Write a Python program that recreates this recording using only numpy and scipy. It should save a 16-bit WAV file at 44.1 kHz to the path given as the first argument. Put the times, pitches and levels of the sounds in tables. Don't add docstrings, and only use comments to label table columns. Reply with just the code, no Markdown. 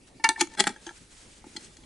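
import sys
import numpy as np
from scipy import signal
from scipy.fft import rfft, irfft, next_fast_len
from scipy.io import wavfile
from scipy.ndimage import uniform_filter1d, map_coordinates

SR = 44100
rng = np.random.default_rng(int(sys.argv[2]) if len(sys.argv) > 2 else 0)


def gain_from_decibels(decibels):
    exponent = np.asarray(decibels, float) / 20
    return 10 ** exponent


def generate_wav(signal):
    frames = np.transpose(np.atleast_2d(signal))
    scaled = np.clip(frames, -1, 1) * 32767
    pcm = np.round(scaled).astype(np.int16)
    wavfile.write(sys.argv[1], SR, pcm)


N = 81585


def unit(x):
    return x / np.sqrt(np.mean(x ** 2) + 1e-20)


def along(points, hz):
    point_hz, value = np.transpose(points)
    return np.interp(np.log(hz + 1), np.log(point_hz + 1), value)


def curve(rows, outside=None):
    start_s, value = np.transpose(rows)
    return np.interp(np.arange(N) / SR, start_s, value, outside, outside)


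def wobble(rate_hz):
    knots = rng.standard_normal(N // 50)
    return map_coordinates(knots, [np.arange(N) * rate_hz / SR])


def filtered(x, response):
    size = next_fast_len(N + 8192)
    hz = np.fft.rfftfreq(size, 1 / SR)
    return irfft(rfft(x, size) * response(hz), size)[..., :N]


def highpass(x, hz):
    return signal.sosfilt(signal.butter(3, hz, "high", fs=SR, output="sos"), x)


def ring(modes, best_hz, fall_db, crack_db, grip_db=0):
    t = np.arange(SR // 5) / SR
    hz, level_db, t60_s = np.transpose(modes)[:, :, None]
    level_db = level_db - fall_db * abs(np.log2(hz / best_hz))
    sign = (-1) ** np.arange(len(hz))[:, None]

    crack_t60_s, shimmer_t60_s, shimmer_db, dullness = 0.0044, 0.035, -13, 0.56
    fade = gain_from_decibels(-60 * t / crack_t60_s) + gain_from_decibels(shimmer_db - 60 * t / shimmer_t60_s)
    crack = highpass(rng.standard_normal(len(t)) * fade, 1550)
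    crack = signal.lfilter([1 - dullness], [1, -dullness], crack)

    blur, crowded_hz = 0.0015, 6500
    line_width_hz = blur * hz * (1 + (hz / crowded_hz) ** 6)
    steps = rng.standard_normal((len(hz), len(t)))
    drift = np.cumsum(steps, axis=1) * np.sqrt(2 * np.pi * line_width_hz / SR)
    tones = sign * gain_from_decibels(level_db - 60 * t / t60_s) * np.sin(2 * np.pi * hz * t + drift)

    grip_s, swell_s = 0.033, 0.0014
    grip = gain_from_decibels(-grip_db / (1 + np.exp((grip_s - t) / 0.002)))
    swell = 1 - np.exp(-t / swell_s)
    return grip * swell * tones.sum(axis=0) + gain_from_decibels(crack_db) * crack


def chatter(chatter_s):
    t = np.arange(SR // 25) / SR
    slips_per_s, scatter_db, grit_db = 900, 1, -12.5
    when = rng.random(len(t))
    size = rng.standard_normal(len(t))
    grit = gain_from_decibels(grit_db) * rng.standard_normal(len(t))
    slips = (when < slips_per_s / SR) * np.sign(size) * gain_from_decibels(scatter_db * (abs(size) + 3.5))
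    push = slips + grit
    push[0] = 1
    return push * np.exp(-(t / chatter_s) ** 2)


def evened(modes, push):
    t = np.arange(len(push)) / SR
    even = []
    for hz, level_db, t60_s in modes:
        drive = abs(push @ np.exp(2j * np.pi * hz * t)) / np.linalg.norm(push)
        even.append((hz, level_db - 20 * np.log10(drive + 0.3), t60_s))
    return even


def contacts(table, modes, fall_db, grip_db=0):
    out = np.zeros(N + SR)
    for start_s, level_db, chatter_s, best_hz, crack_db in table:
        push = chatter(chatter_s)
        body = ring(evened(modes, push), best_hz, fall_db, crack_db, grip_db)
        sound = signal.fftconvolve(push, body)
        out[round(start_s * SR):][:len(sound)] += gain_from_decibels(level_db) * sound / abs(sound).max()
    return out[:N]


# pitch_hz, level_db, t60_s (time to fade by 60 dB)
LOOSE_LID = [(292, -5, 0.064), (365.3, -19, 0.44), (893, -6.5, 0.15), (1379, -17.5, 0.09),
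             (1784, -4.5, 0.093), (2239, -3.5, 0.064), (2775, -13, 0.12), (3610, -16, 0.06),
             (4180, -12, 0.064), (4926, -6, 0.034), (6200, -16.5, 0.036), (7940, -24, .025),
             (8420, -11.5, 0.076), (10100, -16, 0.033)]
# start_s, level_db (peak), chatter_s, best_hz (pitch rung most), crack_db
RIM_TAPS = [
    (.197, -38, 0.0031, 635, -26),
    (.2375, -29, 0.0044, 4900, 11.5),
    (.2405, -5.5, 0.0034, 1900, -1.5),
    (.2440, -8, 0.0014, 1708, -5.5),
    (.2898, -3, 0.0013, 1150, 5.5),
    (.2935, -33.5, 0.0045, 1330, -3),
]


def tap_rim():
    return contacts(RIM_TAPS, LOOSE_LID, fall_db=5.5, grip_db=10)


# pitch_hz, level_db, t60_s
SEATED_LID = [(294, 3.5, 0.065), (339.6, 2.5, 0.067), (872, 0, 0.045), (1324, 5, 0.013), (1790, -7, 0.048),
              (2300, 1.5, 0.037), (2785, -14, 0.025), (3305, -2, 0.044), (4260, 3.5, 0.015),
              (6630, 24, 0.0067), (8140, 0.5, 0.03)]
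# start_s, level_db (peak), chatter_s, best_hz, crack_db
THREAD_DROPS = [
    (.4025, -18.5, 0.011, 2160, 4),
    (.4090, -6.5, 0.003, 2490, 28),
    (.4112, -9.5, 0.0016, 895, 6.5),
    (.4135, -12, .0012, 3400, 7),
    (.4160, -12, 0.0016, 590, 10),
    (.4235, -24.5, 0.0034, 322, -22),
    (.437, -35.5, 0.0021, 1500, -10),
    (.4716, -33, 0.001, 1680, -8),
    (.4976, -46, 0.0024, 1800, 6),
    (.5375, -39, 0.0022, 2300, 16),
]


def drop_on_thread():
    return contacts(THREAD_DROPS, SEATED_LID, fall_db=4.0)


# pitch_hz, level_db, t60_s
TIGHT_LID = [(221.5, -1, 0.036), (388, -4.5, 0.065), (650, -8.5, 0.032), (836, -2, 0.045),
             (1305, -5.5, 0.024), (1587, -2.5, 0.037), (1917, 4.5, 0.013), (2320, -4, 0.024),
             (2810, -10, 0.021), (3380, 4, 0.017), (4170, 1.5, 0.018), (5070, -3, 0.019), (7680, 2, 0.014),
             (9240, -1, 0.019)]
# start_s, level_db (peak), chatter_s, best_hz, crack_db
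THREAD_JUMPS = [
    (.5875, -27.5, 0.0029, 398, -2),
    (.5935, -16.5, 0.004, 3050, 2),
    (.5992, -6, 0.00083, 1940, 9.5),
    (.6032, -4.5, 0.0024, 3400, 7.5),
    (.6053, -11.5, 0.0013, 1600, 7),
    (.6095, -17.5, 0.0014, 934, 24),
    (.620, -30.5, 0.0031, 2000, -7),
    (.6388, -19, 0.0028, 2780, 2.5),
]


def jump_along_thread():
    return contacts(THREAD_JUMPS, TIGHT_LID, fall_db=2.0)


# pitch_hz, level_db, t60_s
SEALED_LID = [(231, -0.5, 0.047), (409, -6, 0.044), (828, -2, 0.033), (1305, -3.5, 0.014),
              (1790, 10.5, 0.0066), (2320, -4.5, 0.019), (3386, -9.5, 0.031), (3730, -12, 0.02),
              (4410, -17, 0.014), (5760, -11, .018), (7370, 1.5, 0.0136), (8460, -5.5, 0.034)]
# start_s, level_db (peak), chatter_s, best_hz, crack_db
SEAL_LANDINGS = [
    (.6692, -9.5, 0.00078, 1790, -7),
    (.6725, -12.5, 0.00033, 820, 6),
    (.6752, -12.5, 0.0012, 895, 2.5),
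    (.6915, -23.5, 0.0021, 1500, 2),
    (.6965, -30, 0.0073, 328, -15),
    (.708, -35.5, 0.0026, 1490, -14),
]


def land_on_seal():
    return contacts(SEAL_LANDINGS, SEALED_LID, fall_db=3.5)


# start_s, level_db (pressure)
TURNING = [(.33, -75), (.38, -49), (.4, -35), (.44, -76), (.46, -100), (.5, -52.5), (.552, -47.5),
           (.563, -82.5), (.576, -40), (.597, -31.5), (.63, -63), (.655, -44), (.668, -39), (.72, -50.5),
           (.76, -61), (.87, -64.5), (.91, -51), (.925, -89)]


def scrape():
    slips = rng.standard_normal(N) * gain_from_decibels(7 * rng.standard_normal(N) + 3.5 * wobble(250))
    early = unit(signal.fftconvolve(slips, ring(LOOSE_LID, 1500, fall_db=-0.5, crack_db=11))[:N])
    late = unit(signal.fftconvolve(slips, ring(TIGHT_LID, 1500, fall_db=1.5, crack_db=6.5))[:N])
    tightness = np.clip((np.arange(N) / SR - 0.555) / 0.028, 0, 1)
    pressure = gain_from_decibels(curve(TURNING, outside=-73.0))
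    return pressure * (np.sqrt(1 - tightness) * early + np.sqrt(tightness) * late)


# start_s, level_db (peak), chatter_s, best_hz, crack_db
RIM_SLIPS = [
    (.3585, -29.5, 0.0056, 1790, -27),
    (.374, -33.5, 0.014, 900, -25),
]


def slip_on_rim():
    held_lid = [(hz, level_db, 0.45 * t60_s) for hz, level_db, t60_s in LOOSE_LID]
    return contacts(RIM_SLIPS, held_lid, fall_db=27)


# pitch_hz, level_db, t60_s
CLOSED_LID = [(340.6, 3, 0.087), (580, -19.5, 0.068), (858, 3, 0.039), (1350, -9, 0.048), (1680, 8, 0.019),
              (2300, -12, 0.035), (3246, 4.5, 0.017), (3960, -12, 0.039), (4750, -2, .022),
              (6340, 3.5, 0.032)]
# start_s, level_db (peak), chatter_s, best_hz, crack_db
SEAL_CREEPS = [
    (.7612, -36, 0.00099, 1680, -16),
    (.8645, -30.5, 0.0026, 3900, -13),
    (.8665, -30.5, 0.0021, 470, 1.5),
    (.8705, -35, 0.0015, 704, 0),
    (.8765, -34.5, 0.0036, 900, 3.5),
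    (.8908, -29.5, 0.00083, 1720, -12),
    (.900, -44, 0.0025, 1090, -5),
    (.907, -40, 0.0066, 900, -20),
]


def creep_tight():
    return contacts(SEAL_CREEPS, CLOSED_LID, fall_db=7.5)


# pitch_hz, level_db, t60_s
FULL_JAR = [(252, 3, 0.035), (346.5, -2, 0.04), (866, 0.5, 0.04), (1393, -5.5, 0.036), (1995, -5, .025),
            (2313, -7.5, 0.035), (3290, -3, 0.022), (4203, -5, 0.032), (4900, -6.5, 0.025),
            (6160, -10.5, 0.022), (6490, -3, 0.026), (8060, -3.5, 0.035)]
# start_s, level_db (peak), chatter_s, best_hz, crack_db
JAR_KNOCKS = [(1.441, -41, 0.0018, 600, -17.5), (1.465, -39, 0.002, 326, -26),
              (1.5525, -39.5, 0.0026, 330, -29.5), (1.5632, -29, 0.0014, 3100, -7),
              (1.5657, -25, 0.0015, 4000, -4), (1.5735, -36.5, 0.0017, 400, -18),
              (1.608, -51, 0.011, 1870, 2), (1.642, -40.5, 0.012, 7500, -12), (1.665, -48.5, 0.01, 3180, 2),
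              (1.768, -40, 0.0018, 5160, 1.5), (1.785, -45.5, 0.0019, 340, -29),
              (1.835, -47.5, 0.005, 2720, -11)]


def knock_jar():
    return contacts(JAR_KNOCKS, FULL_JAR, fall_db=10.0)


# pitch_hz, level_db
LEFT_OVER_RIGHT = [(300, 0.2), (3000, 2.5), (10000, 2.5)]
# pitch_hz, level_db
PORT_DIFFERENCE = [(300, -27), (2000, -18), (5000, -10), (10000, -12)]


def place(x):
    t = np.arange(SR // 5) / SR
    yard_t60_s, near_t60_s, yard_db = 0.15, 0.012, -15
    tails = rng.standard_normal((2, len(t))) * gain_from_decibels(-60 * t / yard_t60_s)
    near = rng.standard_normal(len(t)) * gain_from_decibels(-60 * t / near_t60_s)
    wet = signal.fftconvolve(x[None], tails / np.linalg.norm(tails[0]), axes=1)[:, :N]
    scattered = signal.fftconvolve(x, near / np.linalg.norm(near))[:N]
    side = filtered(scattered, lambda hz: gain_from_decibels(along(PORT_DIFFERENCE, hz)))
    halves = np.array([[0.5], [-0.5]])
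    direct = filtered(x, lambda hz: gain_from_decibels(along(LEFT_OVER_RIGHT, hz) * halves))
    return direct + side * np.array([[1], [-1]]) + gain_from_decibels(yard_db) * (wet.mean(axis=0) + 0.74 * wet)


# pitch_hz, likeness (0-1)
LIKENESS = [(60, 0.97), (300, 0.85), (1000, 0.051), (8000, 0.8)]


def rush(spectrum, patchy_db):
    grains = signal.stft(rng.standard_normal((2, N)), nperseg=512)[2]
    patches = uniform_filter1d(rng.standard_normal(grains.shape[1:]), size=6, axis=0)
    patches = unit(uniform_filter1d(patches, size=8, axis=1))
    pair = signal.istft(grains * gain_from_decibels(patchy_db * patches), nperseg=512)[1][:, :N]

    def middle_and_side(hz):
        turn = np.arccos(np.clip(along(LIKENESS, hz), 0, 1)) / 2
        return gain_from_decibels(along(spectrum, hz)) * [np.cos(turn), np.sin(turn)]

    mid, side = filtered(pair, middle_and_side)
    return unit(np.array([mid + side, mid - side]))


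# start_s, level_db
ARM_MOVES = [(0, -118), (.08, -54), (.12, -92), (.8, -63.5), (.86, -54.5), (.92, -58.5), (.98, -53),
             (1.09, -63.5), (1.13, -53), (1.22, -55.5), (1.28, -59.5), (1.38, -54.5), (1.42, -65.5),
             (1.53, -55), (1.65, -52.5), (1.73, -62), (1.85, -65)]
# pitch_hz, level_db (per Hz)
CLOTH_COLOR = [(880, -9), (1500, -5), (4320, -6.5), (6090, -5.5), (8570, -5), (11000, -15.5),
               (14300, -58.5), (22000, -120)]


def rustle():
    return gain_from_decibels(curve(ARM_MOVES) + 1.6 * wobble(39.15)) * rush(CLOTH_COLOR, patchy_db=0.54)


# start_s, level_db
WIND = [(0, -66.5), (.9, -59.5), (1.05, -60.5), (1.4, -61), (1.85, -59)]


def breeze():
    rumble_color = [(15, -9), (45, -2), (110, -10), (250, -34.5), (500, -103)]  # pitch_hz, level_db
    return gain_from_decibels(curve(WIND) + 1.1 * wobble(14)) * rush(rumble_color, patchy_db=0.6)


# pitch_hz, level_db (per Hz)
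AIR_COLOR = [(59, -26), (100, -5.5), (258, -2.5), (1660, -22.5), (1830, -16.5), (7170, -21.5), (11300, -22),
             (14700, -78.5), (22000, -120)]


def open_air():
    level_db = -57.5 + 0.39 * wobble(10.0) + 1.07 * wobble(29.12)
    return gain_from_decibels(level_db) * rush(AIR_COLOR, patchy_db=-3.0)


def scene():
    lid = tap_rim() + drop_on_thread() + jump_along_thread() + land_on_seal() + scrape()
    small = slip_on_rim() + creep_tight() + knock_jar()
    background = rustle() + breeze() + open_air()
    return place(highpass(lid + small, 150)) + background


def roll_off(x):
    return signal.sosfilt(signal.butter(12, 15780, fs=SR, output="sos"), x)


def record(dry):
    top_hz, over_top_db, last_hz = 11300, -35, 15100

    def shelf(hz):
        above = 1 / (1 + np.exp(np.clip((top_hz - hz) / 120, -50, 50)))
        return gain_from_decibels(over_top_db * above) * (hz < last_hz)

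    return roll_off(filtered(dry, shelf))


dry = scene()
out = record(dry)
generate_wav(out)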